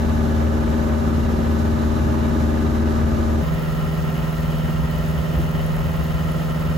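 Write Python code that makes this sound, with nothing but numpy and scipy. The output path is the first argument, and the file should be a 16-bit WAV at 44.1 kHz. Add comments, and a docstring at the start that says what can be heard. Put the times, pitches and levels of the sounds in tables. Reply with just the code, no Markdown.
"""A stereo microphone in the cabin of a small four-cylinder propeller plane, close behind the engine.
First, low over forest: firings and blade passes make a deep drone, with buffeting air, exhaust roar,
ringing panes and the hiss of the seals under it. At 3.4 s the scene cuts to cruise among mountains:
a slightly faster, thinner drone with a slightly softer, thinner hiss of draught, while a loose fitting
chatters and ticks. Near 5.4 s a jolt of rough air booms and knocks the panels; the drone carries on."""
import sys
import numpy as np
from scipy import signal
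from scipy.fft import rfft, irfft, next_fast_len
from scipy.io import wavfile
from scipy.ndimage import uniform_filter1d, minimum_filter1d

SR = 44100
rng = np.random.default_rng(int(sys.argv[2]) if len(sys.argv) > 2 else 0)


def wav_record(signal):
    """Record a signal, one row per channel, as 16-bit PCM in the file named by sys.argv[1]."""
    frames = np.transpose(np.atleast_2d(signal))
    bounded = np.clip(frames, -1, 1)
    # unit amplitude maps onto the largest positive 16-bit level
    quanta = np.round(bounded * 32767).astype(np.int16)
    wavfile.write(sys.argv[1], SR, quanta)


N = 298557
T = np.arange(N) / SR


def from_db(db):
    """Decibels to gain."""
    return 10 ** (np.asarray(db) / 20)


def in_time(rows):
    """A control curve at every sample."""
    return np.interp(T, *np.transpose(rows))


def drift(rate):
    """Smooth chance of spread 1 that changes about rate times a second."""
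    step = 40   # samples
    pole = np.exp(-2 * np.pi * rate * step / SR)
    chance = rng.standard_normal(N // step + 2002)
    slow = signal.lfilter([1], [1, -2 * pole, pole * pole], chance)[2000:]
    return np.interp(np.arange(N) / step, np.arange(len(slow)), slow / slow.std())


def pan(db):
    """Left and right gains for a level difference, at constant power."""
    gains = from_db(np.array([[db], [-db]]) / 2)
    return gains / np.sqrt(np.mean(gains ** 2))


def colour(table, hz, mid, side):
    """Left and right spectra with the table's level and likeness; silent outside its range."""
    points, level_db, likeness = np.transpose(table)
    log_hz = np.log(np.maximum(hz, 1))
    gain = from_db(np.interp(log_hz, np.log(points), level_db)) * (hz >= points[0]) * (hz < points[-1])
    alike = np.clip(np.interp(log_hz, np.log(points), likeness), -1, 1)
    return gain * (np.sqrt((1 + alike) / 2) * mid + np.sqrt((1 - alike) / 2) * side * [[1], [-1]])


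def air_noise(table, low_hz, high_hz, lag_s=0, right_gain=1):
    """A band of turbulence shaped by the table; it reaches the microphone's right side lag_s later."""
    size = next_fast_len(N)
    hz = np.arange(size // 2 + 1) * SR / size
    held = [(1, *table[0][1:]), *table, (SR, *table[-1][1:])]
    spectrum = colour(held, hz, *rfft(rng.standard_normal((2, size))))
    spectrum[1] *= right_gain * np.exp(-2j * np.pi * hz * lag_s)
    return irfft(spectrum * (hz >= low_hz) * (hz < high_hz), size)[:, :N] * np.sqrt(SR / 2)


# The engine at cruise. Each row: time in seconds, speed in revolutions per minute.
FOREST_RPM = [(0, 2304), (1.54, 2292), (1.91, 2290), (2.35, 2293), (2.66, 2289), (3.4, 2288)]
MOUNTAIN_RPM = [(3.45, 2377), (4.89, 2376), (5.55, 2386), (5.98, 2384), (6.76, 2374)]

def engine_cycles(rpm, wobble_rpm):
    """Count of four-stroke cycles, two crank turns each; uneven burning shakes the speed a little."""
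    return np.cumsum(in_time(rpm) + wobble_rpm * drift(8)) / (120 * SR)


# Firings and blade passes, heard from the cabin. Each row: harmonic of the firing rate, level in dB,
# lower and upper sideband in dB against the tone, left over right in dB, left lead in radians.
FOREST_TONES = [(1, -21.4, -15, -21, 1, -0.68), (2, -36, 0, -6, 2, 0), (3, -24.5, -13, -9, 7, 0),
                (4, -35, -11.5, -5, 2.5, .5), (5, -41, -5, -4, 2, 0), (7, -42.5, -8.5, -4.5, -6.5, 0.5),
                (8, -38.3, -5, -10, -14, -2.5), (10, -47, -11, -4.5, -16, -1.5)]
MOUNTAIN_TONES = [(1, -32.5, -11, -15, -1.5, 1.7), (2, -24.5, -13, -9.5, -1.5, 0.07),
                  (3, -36.5, -6, -11, -2, 0.23), (4, -48, -9, -6, -4, 1.7), (5, -43, -9, -10, 2, 0.27),
                  (10, -52.5, -14, -10, 4, 1.4)]
# Cabin resonances at the microphone. Each row: centre in Hz, width in Hz, level of a line at the
# centre in dB, left over right in dB, left lead in radians.
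FOREST_CABIN = [(125.4, 24, -37, 4, 0.5), (325, 14, -40.5, 2, 0), (401.6, 15, -38.5, 5, 0),
                (587, 35, -46, 5, 0.8), (668.8, 14, -47, -6, 1), (810.5, 26, -45.5, -3.5, 2.5),
                (859.5, 18, -43.9, -4, 1), (948, 25, -49, -11, -1.5), (1052, 21, -52.5, -10, 1),
                (1130, 79, -50, -8, 2.5), (1215, 28, -48.5, 5, 0), (1308, 28, -49, -1, -1.5),
                (1376, 24, -57, -11, 1.5), (1494, 17, -49, 9, -1), (1528, 20.1, -54.5, 6, 1),
                (1662, 18, -53.5, 4, -1.2), (1702, 16, -56.5, 0, 0)]
MOUNTAIN_CABIN = [(511.4, 41, -44, -1.5, 1.75), (594.2, 23, -46.5, 5, .7), (653.8, 40, -48.5, 6, 1.1),
                  (714.3, 14, -57, 7, .5), (853, 14, -56, 0, .5), (892, 16, -54.5, -5, 1.4),
                  (1040, 65, -54, 0, .3), (1161.7, 26, -53, 1, 2.8), (1263.4, 80, -52.5, 0, 0.43),
                  (1348, 22, -47.2, -7, 0.54), (1507, 16, -56, -4, 2.5), (1604, 22, -57.5, 0, 2),
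                  (1775, 30, -56.5, 10, 1.3), (1875, 20, -51.5, -6, 0.73), (1945, 40, -57, -16, 1.1)]

def engine_orders(rpm, tones, cabin):
    """The strong lines: firing tones, sidebands from unequal cylinders, and lines the cabin lifts."""
    cycle_hz = in_time(rpm).mean() / 120
    lines = []
    for harmonic, db, below_db, above_db, *place in tones:
        multiple = 4 * round(harmonic)   # four firings per cycle
        for offset, relative_db in ((0, 0), (-1, below_db), (1, above_db)):
            lines.append((multiple + offset, db + relative_db, *place))
    for hz, width_hz, db, *place in cabin:
        for multiple in range(int((hz - width_hz) / cycle_hz) + 1, int((hz + width_hz) / cycle_hz) + 1):
            detuning = 2 * (multiple * cycle_hz - hz) / width_hz
            lines.append((multiple, db - 10 * np.log10(1 + detuning ** 2), *place))
    return list({line[0]: line for line in sorted(lines)}.values())   # each line's strongest path


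def drone(cycles, orders, waver_db, rough, beat_smear):
    """Engine and propeller lines; weak ones waver most, high ones flare from firing to firing."""
    out = np.zeros((2, N))
    span = 25   # neighbouring lines that flare together
    burns = [drift(36) for _ in range(orders[-1][0] // span + 1)]
    loudest_db = max(row[1] for row in orders)
    phase, previous = 0, 0
    for multiple, line_db, pan_db, lead in orders:
        weakness = np.clip((loudest_db - line_db) / 20, .15, 1)
        flare = 1 + rough * min(multiple / 65, 1) * burns[multiple // span]
        gain = from_db(line_db + waver_db * weakness * drift(0.98)) * flare
        if multiple > 22:
            smear = .27   # upper lines bunch loosely into the burst of the hardest cylinder
        elif multiple == previous + 1:
            smear = beat_smear   # when small, sidebands follow their tone and it throbs
        else:
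            smear = 1   # each low tone takes its own path
        phase += smear * rng.standard_normal()
        previous = multiple
        angle = 2 * np.pi * ((multiple * cycles + phase) % 1) + np.array([[lead], [-lead]]) / 2
        out += pan(pan_db) * gain * np.sqrt(2) * np.cos(angle)
    return out


# The engine's weaker lines. Each row: frequency in Hz, level per line in dB, left-right likeness.
FOREST_BUZZ = [(97,-51,.99),(145,-44,1),(190,-45,.9),(330,-50,.1),(420,-45,-.4),(520,-48.5,-.2),(735,-53,0),(950,-51,-.2),(1130,-53,-.2),(1450,-56,-.2),(1815,-60.5,.2),(2330,-71,.2),(3080,-76,.3)]
MOUNTAIN_BUZZ = [(95,-44,.95),(221,-50,.45),(300,-52,.6),(420,-53,.2),(560,-48,.1),(700,-54,.3),(950,-57,0),(1420,-58,0),(1700,-61,-.2),(1990,-63,0),(2300,-68,0),(3300,-72,.35)]

def buzz(cycles, table, orders, level_db, shift, rough, size=4096):
    """Four decaying exhaust bursts repeat every cycle; their paths through the cabin shift slowly."""
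    position = np.arange(size) / size
    hz = np.arange(size // 2 + 1) * cycles[-1] / T[-1]
    bursts = np.exp(-3 * (4 * position % 1))
    out = np.zeros((2, N))
    for weight in (1, shift * drift(2.4), shift * drift(2.5)):
        phasors = np.exp(1j * np.angle(rfft(bursts * rng.standard_normal((2, size)))))
        lines = colour(table, hz, *phasors)
        lines[:, [round(row[0]) for row in orders]] = 0   # the drone plays these
        one_cycle = irfft(lines, size) * size / np.sqrt(2)
        out += weight * np.array([np.interp(cycles, position, side, period=1) for side in one_cycle])
    return out * from_db(level_db) * (1 + rough * drift(27))


def chuffing(cycles, firing_db, lope_db, grain_db, turn_db=0):
    """Gain of a pulsing flow: swells per firing and crank turn, a lope from unequal cylinders, chance."""
    angle = 2 * np.pi * cycles
    pulse_db = firing_db * np.sin(4 * angle) + turn_db * np.sin(2 * angle) + lope_db * np.cos(angle)
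    gain = from_db(pulse_db + grain_db * drift(47))
    return gain / np.sqrt(np.mean(gain ** 2))


# Air buffeting the cabin skin. Each row: frequency in Hz, density in dB, left-right likeness.
FOREST_RUMBLE = [(20, -68, .97), (33, -50, .98), (47, -43.5, .98), (63.5, -42.5, 1), (267, -58.3, .87),
                 (314, -55, 1), (396, -57.3, .53), (474, -65, .24)]
MOUNTAIN_RUMBLE = [(20, -72, 0.4), (27, -62.5, 0.6), (40, -50.5, 0.44), (65, -38, 0.25), (109, -47, -0.15),
                   (158, -54.5, 0.36), (207, -56.5, -0.037), (277, -63.5, 0.042), (474, -63.5, -0.15)]

def rumble(table, gust_db, throb, boom_db, boom_pan_db, body_db, body_pan_db):
    """Gusts drive the deep boom; the cabin panels above it throb with the engine."""
    boom = air_noise(table, 15, 125) * from_db(boom_db + gust_db)
    body = air_noise(table, 125, 480) * throb * from_db(body_db)
    return boom * pan(boom_pan_db) + body * pan(body_pan_db)


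# The exhaust, heard through the cabin. Each row: frequency in Hz, density in dB, left-right likeness.
FOREST_ROAR = [(484,-66,-.25),(567,-61.5,.23),(660,-62,0),(710,-66.5,.05),(796,-61,-.46),(844,-61.5,-.5),(900,-65.5,-.3),(1000,-67.5,-.15),(1140,-66,.04),
               (1300,-68.5,.15),(1530,-69.5,.3),(1670,-70.5,-.18),(1810,-71.5,.19),(2370,-78.5,.14),(2820,-77.5,.3),(3480,-80.5,.52)]
MOUNTAIN_ROAR = [(480,-64,.03),(610,-62.5,.3),(765,-68.5,.25),(850,-67,.34),(1210,-70,0),(1400,-70.5,.5),(1460,-73.5,.27),(1700,-74,-.19),(1790,-69.5,-.1),(2070,-74.5,.09),(2290,-77,-.3),(2780,-79.5,.17),(3170,-81,.55),(3360,-79.5,.5)]

def roar(table, flow, level_db, pan_db):
    """Turbulent exhaust in the middle range chuffs with the flow; the slipstream above is steadier."""
    exhaust = flow * air_noise(table, 480, 2100)
    slipstream = np.sqrt(flow) * air_noise(table, 2100, 3400)
    return (exhaust + slipstream) * from_db(level_db) * pan(pan_db)


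# Panes and tubes around the microphone. Each row: pitch in Hz, width in Hz, level in dB,
# left-right likeness.
FOREST_RINGS = [(1672, 20, -53.5, -0.2), (1725, 20, -53.5, 0), (2330, 30, -58.5, 0), (2810, 50, -60, .7),
                (2920, 35, -61, .6), (3600, 35, -64, .5), (3700, 40, -65, .5), (3890, 100, -59.5, .5)]
MOUNTAIN_RINGS = [(1380, 35, -53, .3), (1603, 20, -55, -.3), (2500, 40, -57, .35), (2665, 20, -61, .3),
                  (2760, 20, -58.5, .5), (2820, 24, -54.5, .52), (2968, 38, -52.4, .65),
                  (3050, 28, -55.3, .65), (3190, 50, -59, .5)]

def rings(table, flow, wander, swell_db, surge_db):
    """Panes and tubes sing, shaken by the flow; flexing under the air load, they wander and swell."""
    out = np.zeros((2, N))
    for hz, width_hz, db, likeness in table:
        pole = np.exp(-np.pi * width_hz / SR)
        push = flow * from_db(surge_db * drift(14)) * rng.standard_normal((2, N))
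        carrier = np.exp(2j * np.pi * np.cumsum(hz * (1 + wander * drift(1.34))) / SR)
        ringing = carrier * signal.lfilter([1], [1, -pole], push * carrier.conj())
        mid, side = ringing.real * from_db(swell_db * drift(1.6))
        sung = np.sqrt(1 + likeness) * mid + np.sqrt(1 - likeness) * side * [[1], [-1]]
        out += from_db(db) * sung / sung.std()
    return out


# Leaks at the nearby doors and windows. Each row: frequency in Hz, density in dB, left-right likeness.
FOREST_HISS = [(3400,-80,.45),(3920,-79.5,0.52),(4740,-83.5,0.24),(6200,-81.5,0.44),(8500,-86,1),(11200,-87.5,1),(15500,-91.5,1)]
MOUNTAIN_HISS = [(3400,-79.5,0.51),(4210,-82.5,0.58),(5300,-84.5,0.42),(6140,-86.5,0.97),(9600,-90,1),(11500,-88,1),(15600,-87.5,1)]

def hiss(table, level_db, pan_db, flutter_db, lag_s, right_gain, wash=1):
    """Draught through the seals, pulsing with any propeller wash; its top reaches one side first."""
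    lower = wash * air_noise(table, 3400, 5500)
    top = np.sqrt(wash) * air_noise(table, 5500, 17000, lag_s, right_gain)
    return (lower + top) * from_db(level_db + flutter_db * drift(21)) * pan(pan_db)


def over_forest():
    """In the cabin, low over forest: a deep drone on the firing rate and its third harmonic."""
    cycles = engine_cycles(FOREST_RPM, wobble_rpm=1.2)
    flow = chuffing(cycles, firing_db=-1.5, lope_db=0.5, grain_db=1.0, turn_db=0.6)
    gust_db = 2.0 * drift(1.4)
    air = rumble(FOREST_RUMBLE, gust_db, flow, boom_db=-3.5, boom_pan_db=0.5, body_db=1.36, body_pan_db=1)
    air += roar(FOREST_ROAR, flow, level_db=-0.55, pan_db=-1.0)
    air += rings(FOREST_RINGS, flow, wander=.003, swell_db=1.2, surge_db=3.2)
    air += hiss(FOREST_HISS, level_db=-0.6, pan_db=-3.0, flutter_db=0.52, lag_s=.000165, right_gain=0.73)
    orders = engine_orders(FOREST_RPM, FOREST_TONES, FOREST_CABIN)
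    engine = buzz(cycles, FOREST_BUZZ, orders, level_db=-4.0, shift=0.25, rough=0.35)
    engine += drone(cycles, orders, waver_db=1.9, rough=.2, beat_smear=1)
    return engine + air


# Spells of chatter from a loose fitting in the cabin. Each row: time in seconds, gain in dB.
CHATTER_SPELLS = [(3.5, -1.5), (4.0, -1.2), (4.35, .5), (4.55, -.8), (4.75, .5), (4.85, -1.5), (5.0, 1.5),
                  (5.17, -1.5), (5.35, 1.5), (5.7, -1.5), (5.95, 2), (6.3, -.5), (6.7, -1.5)]

def rattle(cycles, level_db, turn_db, contact_db, scatter_s, decay_s, edge_hz, contacts=5):
    """Each crank turn throws a loose fitting into a few scattered contacts of unequal force."""
    turns = 2 * (cycles - np.interp(5.865, T, cycles))   # one throw falls at 5.865 s
    throws = np.interp(np.arange(np.ceil(turns[0]) + 1, turns[-1] - 1), turns, T)[:, None]
    hit_s = throws + scatter_s * rng.standard_normal((len(throws), contacts))
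    db = level_db + np.interp(hit_s, *np.transpose(CHATTER_SPELLS))
    db += turn_db * rng.standard_normal(throws.shape)
    db += contact_db * rng.standard_normal(hit_s.shape)
    energy = np.bincount((hit_s.ravel() * SR).astype(int), from_db(db).ravel() ** 2, N)[:N]
    envelope = np.sqrt(signal.lfilter([1], [1, -np.exp(-1 / (decay_s * SR))], energy))
    grit = .9 * rng.standard_normal(N) + .45 * rng.standard_normal((2, N))
    return signal.sosfilt(signal.butter(12, edge_hz, "high", fs=SR, output="sos"), envelope * grit)


# The fitting's hardest ticks, dead centre. Each row: start in seconds, level in dB, pitch in Hz.
TICKS = [(3.5951, -37, 11200), (4.326, -35, 11200), (4.3274, -35, 14900), (4.4776, -36, 14900),
         (4.6432, -35, 11200), (4.6562, -35, 14900), (5.0583, -37, 14900), (5.0852, -35, 11200),
         (5.3865, -35, 14900), (5.5123, -36, 14900), (5.6634, -31, 11000), (5.7642, -35, 11200),
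         (5.8645, -33, 14900), (5.9667, -36, 14900), (6.0401, -33, 14200), (6.3184, -31, 11000)]

def ticks(level_db, decay_s, spread, size=1024):
    """Single hard contacts, each a short burst around its own pitch."""
    out = np.zeros(N)
    decay = np.exp(-np.arange(size) / (decay_s * SR))
    for start_s, db, hz in TICKS:
        burst = from_db(db + level_db) * decay * rng.standard_normal(size)
        band = signal.butter(2, [hz / spread, hz * spread], "band", fs=SR, output="sos")
        start = int(start_s * SR)
        out[start:start + size] += signal.sosfilt(band, burst)
    return out


# A boom, then a panel knock, heard from inside. Each row: start in seconds, pitch in Hz, level in dB,
# seconds to fall by 60 dB.
JOLTS = [(5.368, 72, -12.5, .16), (5.386, 335, -21, .08)]

def jolt():
    """A soft shove of rough air booms in the cabin and knocks its panels."""
    out = np.zeros(N)
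    for start_s, hz, db, t60 in JOLTS:
        age = np.maximum(T - start_s, 0)
        attack = 1 - np.exp(-age / .008)
        out += 2 * attack * from_db(db - 60 * age / t60) * np.sin(2 * np.pi * hz * age)
    return out


# Slow swells of the buffeting and of the ringing panes. Each row: time in seconds, gain in dB.
ROUGH_AIR = [(3.5, -0.5), (3.8, -0.5), (4.3, -2.2), (4.6, 0), (4.9, -0.5), (5.2, 0.4), (5.5, -1),
             (5.8, 3.5), (6.1, -1.5), (6.4, -1), (6.7, 0)]
RING_SWELL = [(3.5, -0.9), (3.8, 0.44), (4.1, -0.9), (4.5, -0.099), (5.1, 0.1), (5.45, 0.6), (5.65, 0.9),
              (5.9, 1.1), (6.25, -0.92), (6.6, -0.1)]

def among_mountains():
    """In the cabin, among mountains: a thinner drone on twice the firing rate, gusts and a rattle."""
    cycles = engine_cycles(MOUNTAIN_RPM, wobble_rpm=1.4)
    flow = chuffing(cycles, firing_db=1.1, lope_db=0.6, grain_db=1.24, turn_db=0.9)
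    gust_db = in_time(ROUGH_AIR)
    air = rumble(MOUNTAIN_RUMBLE, gust_db, flow, boom_db=-3, boom_pan_db=1, body_db=0.5, body_pan_db=-4)
    air += roar(MOUNTAIN_ROAR, flow, level_db=-0.16, pan_db=-0.7)
    panes = rings(MOUNTAIN_RINGS, flow, wander=.003, swell_db=0.8, surge_db=2.2)
    air += from_db(in_time(RING_SWELL)) * panes
    wash = chuffing(cycles, firing_db=0.8, lope_db=0.4, grain_db=0.3)
    air += hiss(MOUNTAIN_HISS, level_db=-0.5, pan_db=1.5, flutter_db=0.45,
                lag_s=-.000225, right_gain=-1.19, wash=wash)
    fitting = rattle(cycles, level_db=-39.0, turn_db=1.7, contact_db=2.4,
                     scatter_s=.0016, decay_s=.0013, edge_hz=13900)
    fitting += ticks(level_db=4.0, decay_s=.0016, spread=1.12)
    orders = engine_orders(MOUNTAIN_RPM, MOUNTAIN_TONES, MOUNTAIN_CABIN)
    engine = buzz(cycles, MOUNTAIN_BUZZ, orders, level_db=-3.0, shift=0.14, rough=0.41)
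    engine += drone(cycles, orders, waver_db=1.4, rough=.27, beat_smear=.17)
    return engine + air + fitting + jolt()


def scene():
    """Forest gives way to mountains in a quick crossfade."""
    cut_s, fade_s = 3.425, 0.029
    fade = np.pi / 2 * np.clip((T - cut_s) / fade_s + .5, 0, 1)
    return np.cos(fade) * over_forest() + np.sin(fade) * among_mountains()


def record(dry):
    """After the microphone a quick limiter holds down the drone's tallest beats; the top is cut steeply."""
    ceiling, reaction_s, cutoff_hz = .375, .016, 15750
    size = int(reaction_s * SR)
    allowed = np.minimum(1, ceiling / (np.abs(dry).max(axis=0) + 1e-9))
    gain = uniform_filter1d(minimum_filter1d(allowed, size), size)
    return signal.sosfilt(signal.ellip(10, .1, 80, cutoff_hz, fs=SR, output="sos"), gain * dry)


dry = scene()
out = record(dry)
wav_record(out)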